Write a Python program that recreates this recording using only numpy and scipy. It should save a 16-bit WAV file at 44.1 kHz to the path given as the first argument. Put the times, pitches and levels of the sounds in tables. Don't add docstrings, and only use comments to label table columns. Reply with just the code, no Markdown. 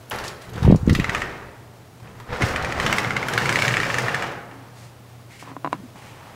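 import sys
import numpy as np
from scipy import signal
from scipy.fft import rfft, irfft
from scipy.io import wavfile
from scipy.ndimage import uniform_filter1d

SR = 44100
rng = np.random.default_rng(int(sys.argv[2]) if len(sys.argv) > 2 else 0)


def store_pcm(level_fs):
    pcm = np.round(np.clip(level_fs, -1, 1) * 32767).astype(np.int16)
    wavfile.write(sys.argv[1], SR, np.atleast_2d(pcm).T)


def invert_db(level):
    return 10 ** (np.asarray(level, dtype=float) / 20)


N = 280035

# [t/s, peak level/dB, track ring f/Hz, treble tick level re peak/dB]
TUG_KNOCKS = [(0.8958, -16, 1950, -20), (0.9501, -11, 1950, -34), (0.9983, -13.5, 1950, -18),
              (1.043, -12, 2040, -20), (1.0945, -11, 1940, -16.5), (1.1478, -8.5, 2440, -17),
              (1.2186, -14, 1230, -17)]
SLOW_KNOCKS = [(2.045, -52, 1097, -30), (2.074, -35, 1280, -33), (2.421, -11.5, 1950, -15),
               (2.4267, -14.5, 1510, -18), (2.5606, -9.5, 1810, -20.5), (2.6469, -14.5, 1940, -16.5),
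               (2.7228, -16, 1800, -18), (2.7994, -9, 1240, -15), (2.8639, -5, 2170, -18),
               (2.9263, -7.5, 2120, -12), (2.9831, -7.5, 2150, -13.5), (3.046, -12.5, 2000, -31),
               (3.106, -11.5, 2070, -20), (3.1657, -9.5, 2100, -17.5), (3.228, -14.5, 2070, -20)]
FAST_KNOCKS = [(3.285, -12, 1550, -12.5), (3.335, -16, 1650, -8), (3.377, -6, 1550, -30),
               (3.419, -15.5, 1410, -19), (3.457, -10, 1460, -14.5), (3.492, -6.5, 1600, -18),
               (3.525, -13, 1490, -11), (3.5576, -5, 1980, -19), (3.5888, -9.5, 2340, -19),
               (3.621, -5, 2190, -16), (3.65, -8.5, 2180, -19), (3.68, -5.5, 1850, -15.5),
               (3.708, -14, 1900, -27), (3.7399, -8, 1800, -20), (3.769, -5.5, 1980, -20),
               (3.801, -9.5, 2020, -19), (3.832, -10.5, 1800, -21), (3.8642, -18.5, 1840, -28),
               (3.901, -10.5, 1940, -24), (3.9423, -8.5, 1880, -17), (3.9839, -9.5, 1860, -13.5),
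               (4.082, -10.5, 1900, -21), (4.145, -8.5, 1810, -17), (4.2235, -14.5, 1770, -17),
               (4.513, -33.5, 2300, -24)]
KNOCKS = TUG_KNOCKS + SLOW_KNOCKS + FAST_KNOCKS
# [f/Hz, level/dB, t60/s]
SPAN_SHUT = [(1220, -10, 0.034), (1290, -5, 0.045), (1795, -8.5, 0.038), (1950, -0.5, 0.039),
             (2170, -3, 0.041), (2430, -4, 0.059), (2840, -14, 0.027), (3880, -14, 0.019)]
SPAN_AJAR = [(1290, -5.5, 0.034), (1460, -5.5, 0.024), (1750, -2, 0.038), (1980, -1, 0.028),
             (2140, 1.5, 0.02), (2440, -5, 0.023), (2700, -5, 0.027), (3170, -10, 0.013)]
SPAN_HALF = [(1090, -9, .03), (1417, 3, 0.04), (1650, 5.5, 0.042), (1900, -23, 0.041), (2100, 8, 0.022),
             (2300, -19, 0.034), (2980, -4.5, 0.025), (3920, -19, 0.016)]
SPAN_WIDE = [(1410, -17, 0.026), (1670, -2.5, 0.043), (1810, 3.5, 0.053), (1940, 3, 0.041),
             (2186, -2, 0.043), (2220, 5, 0.028), (2500, -22, 0.023), (2680, 0, 0.042)]
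SPAN_OPEN = [(1275, -2.5, 0.039), (1510, -17, 0.021), (1740, 0.5, 0.043), (1810, 4, 0.07), (1940, -1, 0.04),
             (2260, -7, 0.026), (2280, -3.5, 0.045), (2710, -16, 0.026)]
SPANS = [SPAN_SHUT, SPAN_AJAR, SPAN_HALF, SPAN_WIDE, SPAN_OPEN]
SPAN_ENDS = [2.3, 3.02, 3.54, 3.79]
TICK_BAND = [2500, 7500]
# [t/s, level/dB]
WALL_ECHOES = [(.008, -9), (.0125, -17), (.017, -19)]

# [t/s, grind level/dB]
PULLS = [
    [(.1, -82), (.115, -25), (.18, -34.5), (.25, -37.5), (.32, -72), (.41, -60), (.5, -41)],
    [(.5, -47), (.58, -33), (.64, -36.5), (.74, -58), (.79, -67), (.89, -34.5), (.95, -40), (1.16, -27.5),
     (1.5, -47.5)],
    [(2.0, -80), (2.05, -43), (2.1, -49.5), (2.26, -50.5)],
    [(2.26, -47), (2.33, -26.5), (2.395, -32), (2.415, -21), (2.5, -28.5), (2.74, -27.5), (2.82, -21),
     (3.0, -24.5), (3.15, -32.5)],
    [(3.15, -30), (3.38, -25.5), (3.6, -23.5), (3.75, -28.5), (4.0, -25), (4.15, -27.5), (4.27, -28.5),
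     (4.42, -48)],
]
# [t/s, length/s, panel boom level/dB, sway level/dB]
LURCHES = [(.1, 0.21, -66, -42), (.53, 0.14, -31.5, -39), (.61, 0.21, -25.5, -15.5),
           (.86, 0.12, -19.5, -19.5), (1.0, 0.11, -57, -29), (1.15, 0.25, -44, -50), (.4, 0.36, -43, -46),
           (2.01, 0.37, -47, -54), (2.27, 0.13, -35, -33.5), (2.4, 0.28, -35.5, -31.5),
           (2.6, 0.12, -35, -32.5), (2.76, 0.094, -37, -28.5), (2.81, 0.14, -28, -30),
           (2.95, 0.39, -37, -52), (3.25, 0.49, -36, -46), (3.55, 0.45, -34.5, -57), (3.8, 0.48, -39, -65)]
# [f/Hz, level per Hz/dB]
GRIND_SPECTRUM = [(150, -4.5), (250, -1.5), (442, 1), (747, 1.5), (1810, -1), (3010, -12), (6280, -26),
                  (11700, -93)]
BOOM_SPECTRUM = [(35, -49), (60, -43), (110, 7), (204, -6), (312, -16), (500, -6.5), (650, -109),
                 (1100, -120)]
SWAY_SPECTRUM = [(10, -21), (25, 9.5), (50, 0), (75, 13), (120, -29), (400, -90)]
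SEAL_SPECTRUM = [(2060, -22), (3500, -3.5), (5300, -0.5), (7600, -6.5), (9000, -12), (11000, -15.5),
                 (15600, -20), (16700, -40)]

# [t/s, peak level/dB, f/Hz, negative when it starts with a pull]
THUMPS = [(0.622, -13, 109), (0.645, -9, 110), (.666, -10, 154), (0.677, -7, 281), (0.682, -2, -115),
          (0.6988, -1.5, -170), (.707, -10, 149), (0.723, 0.5, 162), (0.7434, -5, -125), (0.733, -7, 144),
          (0.755, -7.5, -130), (0.771, -27, 119), (0.829, -14, 99), (0.857, -21, 150), (0.875, -3.5, 164),
          (0.885, -30, 253), (0.893, -7.5, 165), (0.906, -8, 114), (0.918, -10, 136), (0.927, -7, 155),
          (0.961, -15.5, 131), (0.988, -13, 219), (0.997, -9, 141), (1.017, -24, 110), (1.088, -18, 126),
          (2.022, -34, 104), (2.299, -31, 89), (2.41, -20, 211), (2.42, -20, 126), (2.434, -12, 97),
          (2.445, -26, 109), (2.405, -21, 303), (2.422, -19, 260), (2.43, -20, 327), (0.7239, -8.5, 412),
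          (0.746, -12, 360), (0.707, -7.5, 332)]
# [t/s, peak level/dB, centre f/Hz]
TICKS = [(0.099, -17.5, 12600), (0.11, -16.5, 3100), (0.139, -24, 4100), (0.166, -34, 3180),
         (0.186, -21, 4500), (0.24, -19, 4000), (0.28, -19, 5100), (0.28, -17, 4900), (0.419, -30, 4600),
         (0.4544, -49, 3590), (0.4923, -32, 3600), (0.54, -30, 3460), (0.558, -26, 3700),
         (0.629, -22, 4100), (0.7128, -21, 4300), (0.88, -27, 3400), (0.7435, -36, 9700),
         (.998, -30, 13500), (0.97, -36, 13000), (3.6, -27, 7800), (3.3, -25, 8600), (0.93, -19, 5600),
         (0.76, -22, 6400), (.864, -30, 6400), (.936, -28, 8000), (.713, -40, 12500), (.56, -36, 9000),
         (2.419, -25, 9300), (0.95, -7.5, 3640), (0.8958, -14.5, 3800), (2.338, -30, 1600),
         (2.315, -34, 1300), (2.2, -22, 1200), (2.968, -28, 10000), (4.028, -24, 1600), (4.32, -25, 1190),
         (2.8, -35, 10500), (3.456, -32, 9000), (4.146, -37, 13000), (4.224, -36, 14000),
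         (2.56, -41, 12000), (2.6244, -19, 4100), (2.836, -24, 2800), (0.951, -39, 13000),
         (1.095, -29, 19000), (1.147, -29, 17000), (2.864, -31, 16000), (2.927, -20, 15000),
         (2.984, -28, 14000), (3.284, -20, 12000), (3.335, -24, 9400), (3.378, -6.5, 3340),
         (3.984, -19, 9600), (0.16, -25, 11000), (0.5, -36, 12500), (0.495, -36, 8000),
         (0.534, -29.5, 6500), (0.423, -34, 10000), (2.47, -35, 12000), (2.485, -39, 11000),
         (2.029, -34, 1000), (2.09, -43, 1500), (2.17, -37, 1600), (2, -33, 870)]
# [t/s, peak level/dB, centre f/Hz]
SCUFFS = [(0.115, -13.5, 1290), (0.116, -39, 483), (.21, -21.5, 460), (0.12, -19.5, 1000),
          (0.142, -30, 1460), (.186, -16, 1480), (0.2, -16, 1250), (0.579, -19, 1480), (0.631, -17.5, 840),
          (.65, -11.5, 900)]

# [t/s, peak level/dB, low ring level re peak/dB]
CLICKS = [(5.425, -27.5, -9), (5.441, -46, -16), (5.452, -47, -14), (5.462, -43, -14), (5.49, -43, -8),
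          (5.475, -31, -4), (5.483, -39, -18), (5.5, -39, 5), (5.508, -38, -18), (5.515, -31.5, 1.5),
          (5.534, -40, 3), (5.55, -49, -14), (5.565, -21.5, -5.5), (5.645, -13, -9.5), (5.651, -18, -6),
          (5.66, -17.5, -9), (5.673, -16.5, -10), (5.728, -9, -13), (5.741, -29.5, 6.5), (5.957, -34.5, -4)]
# [f/Hz, level/dB, t60/s]
CASE_MODES = [(1000, 23, 0.022), (770, 25.5, 0.0083), (1410, 1, 0.035), (1650, -17, 0.012), (2230, 3, 0.03),
              (2520, -26, 0.014), (2780, 4, 0.02), (3720, -15, 0.02), (3970, 2, 0.014), (4270, -17, 0.018),
              (5900, -38, .007)]
CASE_LOW_MODES = [(272.4, -1, 0.067), (151, -12.5, 0.21)]
# [t/s, length/s, body level/dB, hiss level/dB, skin squeak level/dB]
RUBS = [(.1, 0.37, -62, -62, -46), (.22, 0.12, -42, -43, -50), (.39, 0.12, -61, -55, -49.5),
        (.6, 0.22, -40, -57, -40), (4.42, 0.45, -50, -84, -89), (4.72, 0.25, -55, -54, -56),
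        (5.28, 0.17, -60, -54, -53), (5.38, 0.084, -64, -50.5, -47), (5.41, 0.19, -46, -61, -54),
        (5.71, 0.084, -42.5, -62, -71), (5.94, 0.098, -48.5, -56.5, -52), (5.97, 0.26, -51.5, -56, -51.5),
        (6.08, 0.48, -47, -67, -57.5)]
# [f/Hz, level per Hz/dB]
CLOTH_SPECTRUM = [(150, -47), (250, -36), (339, -6), (570, -15), (838, -1), (6000, -31), (7800, -50),
                  (13200, -120)]
SWISH_SPECTRUM = [(2000, -19), (4000, 2.5), (8000, -1.5), (12000, -10), (15500, -22), (16500, -50)]
SQUEAK_SPECTRUM = [(800, -48), (1800, -4), (2150, -5), (2600, -7.5), (3300, -10.5), (3700, -20),
                   (9000, -56)]
# [t/s, length/s, peak level/dB, start f/Hz, end f/Hz]
GROANS = [
    (4.464, 0.22, -47, 270.3, 271),
    (5.763, 0.058, -40, 200, 190),
    (5.819, 0.058, -41.5, 270, 232),
    (5.902, 0.11, -47.5, 214, 197),
]
# [t/s, length/s, level/dB, centre f/Hz]
CREAKS = [(.631, .07, -28, 110), (2.723, .009, -43, 6400), (2.833, .008, -41, 7300),
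          (3.046, .025, -50, 5200), (3.107, .025, -50, 5150), (4.224, .012, -49, 7400),
          (5.291, .1, -54, 2080), (5.391, .035, -52, 2300), (5.426, .09, -47, 985), (5.786, .04, -55, 430)]

# [t/s, air level/dB, hum level/dB]
FAN = [(-.1, -45, -51.5), (1.6, -47.5, -49.5), (4.5, -47, -46.5), (5.5, -47, -47.5), (6.5, -45, -52.5)]
# [f/Hz, level per Hz/dB]
AIR_SPECTRUM = [(12, -54), (20, -19), (60, -18.5), (91, -4.5), (270, -13.5), (690, -16), (1950, -26),
                (15200, -39.5)]
# [f/Hz, t60/s]
ROOM_DECAY = [(100, 1.2), (300, 1.47), (800, 1.12), (2000, 0.92), (5000, 0.38), (12000, 0.55)]


def roller():
    near, far, t = np.zeros(N), np.zeros(N), np.arange(900) / SR
    near_db, near_octaves = 2.0, .18
    mode_spread_db, phase_spread = 1.5, .12
    bounce_s, rattle_db = .00155, -10
    rattle_band = signal.butter(2, [1300, 2700], "band", fs=SR)
    tick_band = signal.butter(2, TICK_BAND, "band", fs=SR)
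    onset = 1 - np.exp(-(t / .00015) ** 2)
    contact = (np.exp(-(t / .0048) ** 3) + .3 * np.exp(-t / .005)) * onset
    for s, db, hz, tick_db in KNOCKS:
        span = SPANS[np.searchsorted(SPAN_ENDS, s)]
        luck = rng.standard_normal((len(span), 2))
        struck = []
        for (f, level_db, t60), chance in zip(span, luck[:, 0]):
            nearness = np.exp(-(np.log2(f / hz) / near_octaves) ** 2)
            struck.append((f, level_db + near_db * nearness + mode_spread_db * chance, t60))
        knock = peaked(ring(struck, t, phase_spread * luck[:, 1]) * contact, 0)
        lag = round(round(bounce_s * hz) / hz * rng.uniform(.98, 1.02) * SR)
        knock = peaked(knock + 0.5 * np.roll(knock, lag) * (t >= lag / SR), db)
        rattle = peaked(signal.lfilter(*rattle_band, rng.standard_normal(len(t)) * contact), db)
        knock += invert_db(rattle_db) * rattle
        add(far, s, rattle + invert_db(-9.5) * knock)
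        tick = signal.lfilter(*tick_band, rng.standard_normal(len(t)) * contact)
        knock += peaked(tick, db + tick_db + 4.0)
        top = np.diff(rng.standard_normal(len(t) + 1)) * contact
        knock += peaked(top, db + 2.0 * tick_db - 14.0)
        add(near, s + 0.00019, knock)
        for late_s, echo_db in WALL_ECHOES:
            echo = invert_db(echo_db) * (knock + rattle * invert_db(-16))
            add(near, s + late_s * rng.uniform(.88, 1.08), echo)
    return near, far


def slide():
    boom_db, sway_db, seal_db = -14.5, -54, -12
    firm_db, seal_power = -19.5, 1.24
    usual_turns_per_s, seal_db_per_octave = 18, 5
    grind = np.max([levels(pull)[0] for pull in PULLS], axis=0)
    grind = uniform_filter1d(grind, size=300)
    boom, sway = swells(LURCHES) + grind * invert_db(np.array([[boom_db], [sway_db]]))
    speed_db = seal_db_per_octave * np.log2(turns_per_s() / usual_turns_per_s)
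    hiss = (grind / invert_db(firm_db)) ** seal_power * invert_db(firm_db + seal_db + speed_db)
    hiss = uniform_filter1d(hiss, size=2400, origin=800)
    rough = grind * flutter(14, 1.8) * colour(grit(7000, 1.9), GRIND_SPECTRUM)
    seal = hiss * flutter(60, 1.84) * colour(grit(5000, 1.2), SEAL_SPECTRUM)
    shake, swing = rng.standard_normal((2, N))
    panel = boom * flutter(15, 1.2) * colour(shake, BOOM_SPECTRUM)
    return rough + seal, panel + sway * colour(swing, SWAY_SPECTRUM)


def turns_per_s():
    s = np.array([row[0] for row in KNOCKS])
    rate = np.clip(1 / np.diff(s), 7, 40)
    return uniform_filter1d(np.interp(np.arange(N) / SR, s[1:], rate), size=4000)


def thumps():
    out, t = np.zeros(N), np.arange(3000) / SR
    for s, db, hz in THUMPS:
        turns = hz * (t + 0.0016 * (1 - np.exp(-t / 0.0031)))
        rise = 1 - np.exp(-(turns / 0.31) ** 2)
        fall = np.exp(-(abs(turns) / 1.08) ** 1.88)
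        add(out, s + 0.00041, peaked(np.sin(2 * np.pi * turns) * rise * fall, db))
    return out


def latch():
    out, t = np.zeros(N), np.arange(1200) / SR
    for s, db, hz in TICKS + SCUFFS:
        t60 = 0.042 * min(1, 5500 / hz)
        puff = rng.standard_normal(len(t)) * invert_db(-60 * t / t60)
        band = signal.butter(1, [0.82 * hz, min(1.09 * hz, .45 * SR)], "band", fs=SR)
        add(out, s, peaked(signal.lfilter(*band, puff), db - 6.5))
    return out


def case():
    out, t = np.zeros(N), np.arange(8000) / SR
    hard_tilt = 0.44
    for s, db, low_db in CLICKS:
        bend = rng.uniform(0.99, 1.02)
        tilt = hard_tilt * (db + 12)
        struck = [(hz, level_db + tilt * np.log2(hz / 1000), t60) for hz, level_db, t60 in CASE_MODES]
        click = -ring(struck, bend * t) * (1 - np.exp(-(t / 0.00028) ** 2))
        click[110:] += 0.018 * click[:-110]
        snap = uniform_filter1d(rng.standard_normal(len(t)), size=3)
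        snap = snap * np.exp(-t / 0.0015) * invert_db(2.7 * db - 2.5)
        low = invert_db(db + low_db) * ring(CASE_LOW_MODES, bend * t) * (1 - np.exp(-t / 0.0015))
        add(out, s + 0.00098, peaked(click, db + 1.5) + low + snap)
    return out


def rustle():
    body, hiss, squeak = swells(RUBS)
    cloth = body * flutter(25, 0.49) * colour(grit(8000, 0.69), CLOTH_SPECTRUM)
    swish = hiss * colour(grit(8000, 0.72), SWISH_SPECTRUM)
    skin = squeak * flutter(30, 1.6) * colour(rng.standard_normal(N), SQUEAK_SPECTRUM)
    return cloth + swish + skin


def groans():
    out = np.zeros(N)
    for s, length, db, start_hz, end_hz in GROANS:
        hz = np.linspace(start_hz, end_hz, round(length * SR))
        tone = np.sin(2 * np.pi * np.cumsum(hz) / SR)
        add(out, s, invert_db(db) * tone * signal.windows.tukey(len(hz), .7))
    return out * uniform_filter1d(flutter(60, 6), size=200)


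def creaks():
    out, width = np.zeros(N), .06
    for s, length, db, hz in CREAKS:
        band = signal.butter(2, [hz * (1 - width) - 15, hz * (1 + width) + 15], "band", fs=SR)
        rub = evened(signal.lfilter(*band, rng.standard_normal(8000)))
        rub = rub[-round(length * SR):]
        add(out, s, invert_db(db) * rub * signal.windows.tukey(len(rub), .6))
    return out


def fan():
    air, hum = levels(FAN)
    hum_hz, hum_width_hz = 119.5, 3
    r = np.exp(-np.pi * hum_width_hz / SR)
    drift = rng.standard_normal(N) + 1j * rng.standard_normal(N)
    waver = 4.8 + signal.lfilter([np.sqrt(1 - r ** 2)], [1, -r], drift)
    tone = evened((waver * np.exp(2j * np.pi * hum_hz * np.arange(N) / SR)).real)
    return air * flutter(15, 0.4) * colour(rng.standard_normal(N), AIR_SPECTRUM) + hum * tone


def room(x):
    turn = 2 * np.pi * 3.7 * np.arange(N) / SR
    return sum(signal.fftconvolve(x * share, tail())[:N] for share in (np.cos(turn), np.sin(turn)))


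def tail():
    taps = np.zeros(SR)
    at = np.arange(260, SR - 20, 20)
    taps[at + rng.integers(0, 20, len(at))] = rng.choice([-1., 1.], len(at))
    hz, t, z = signal.stft(taps, SR, nperseg=256)
    decay = invert_db(-60 * t / read(ROOM_DECAY, hz)[:, None])
    echo = signal.istft(z * decay, SR, nperseg=256)[1]
    return echo / np.linalg.norm(echo)


def ring(modes, t, phases=None):
    phases = np.zeros(len(modes)) if phases is None else phases
    out = 0
    for (hz, db, t60), phase in zip(modes, phases):
        out = out + invert_db(db - 60 * t / t60) * np.sin(2 * np.pi * (hz * t + phase))
    return out


def grit(per_s, spread_db):
    size = invert_db(spread_db * np.minimum(rng.exponential(1, N), 4)) * rng.standard_normal(N)
    return size * (rng.random(N) < per_s / SR)


def flutter(hz, depth_db):
    wobble = signal.lfilter([1], [1, -np.exp(-2 * np.pi * hz / SR)], rng.standard_normal(N))
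    return invert_db(depth_db * evened(wobble))


def colour(x, points):
    gain = invert_db(read(points, np.fft.rfftfreq(len(x), 1 / SR)))
    return evened(irfft(rfft(x) * gain, len(x)))


def read(points, hz):
    f, value = np.transpose(points)
    return np.interp(np.log(hz + 1), np.log(f + 1), value)


def levels(rows):
    s, *columns = np.transpose(rows)
    return [invert_db(np.interp(np.arange(N) / SR, s, c, -200, -200)) for c in columns]


def swells(rows):
    rise, fall = .22, .5
    out = np.zeros((len(rows[0]) - 2, N))
    for s, length, *columns in rows:
        along = np.arange(0, length, 1 / SR) / length
        shape = np.interp(along, [0, rise, 1 - fall, 1], [0, 1, 1, 0]) ** 2
        for gain, db in zip(out, columns):
            add(gain, s, invert_db(db) * shape)
    return out


def evened(x):
    return x / np.sqrt(np.mean(x ** 2) + 1e-20)


def peaked(x, db):
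    return invert_db(db) * x / abs(x).max()


def add(mix, s, sound):
    part = mix[round(s * SR):][:len(sound)]
    part += sound[:len(part)]


def ducking(x):
    from_db, share, recover_db_per_s = -15, 0.31, 60
    power_db = 10 * np.log10(abs(uniform_filter1d(x ** 2, size=900)) + 1e-12)
    climb = np.arange(N) * recover_db_per_s / SR
    held_db = np.maximum.accumulate(power_db + climb) - climb
    over_db = np.maximum(held_db - from_db, 0)
    return invert_db(-share * uniform_filter1d(over_db, size=200))


def scene():
    knocks, far = roller()
    ticks = latch()
    scrape, boom = slide()
    wet = room(invert_db(-10.0) * far + invert_db(-5.0) * ticks + invert_db(-8.5) * scrape + invert_db(-9.5) * boom)
    push = thumps()
    door = knocks + ticks + invert_db(-3.5) * scrape + boom + wet
    rest = door + case() + rustle() + fan() + groans() + creaks()
    return (push + rest * ducking(push))[None]


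def top_cut(x):
    return signal.sosfilt(signal.butter(12, 16820, fs=SR, output="sos"), x)


def record(dry):
    low_hz, high_hz = 27.2, 15780
    x = signal.lfilter(*signal.butter(1, low_hz, "high", fs=SR), dry)
    x = signal.oaconvolve(x, signal.firwin(1501, high_hz, fs=SR)[None], "same")
    mix = x / (1 + abs(x) ** 8) ** (1 / 8)
    return top_cut(mix)


dry = scene()
out = record(dry)
store_pcm(out)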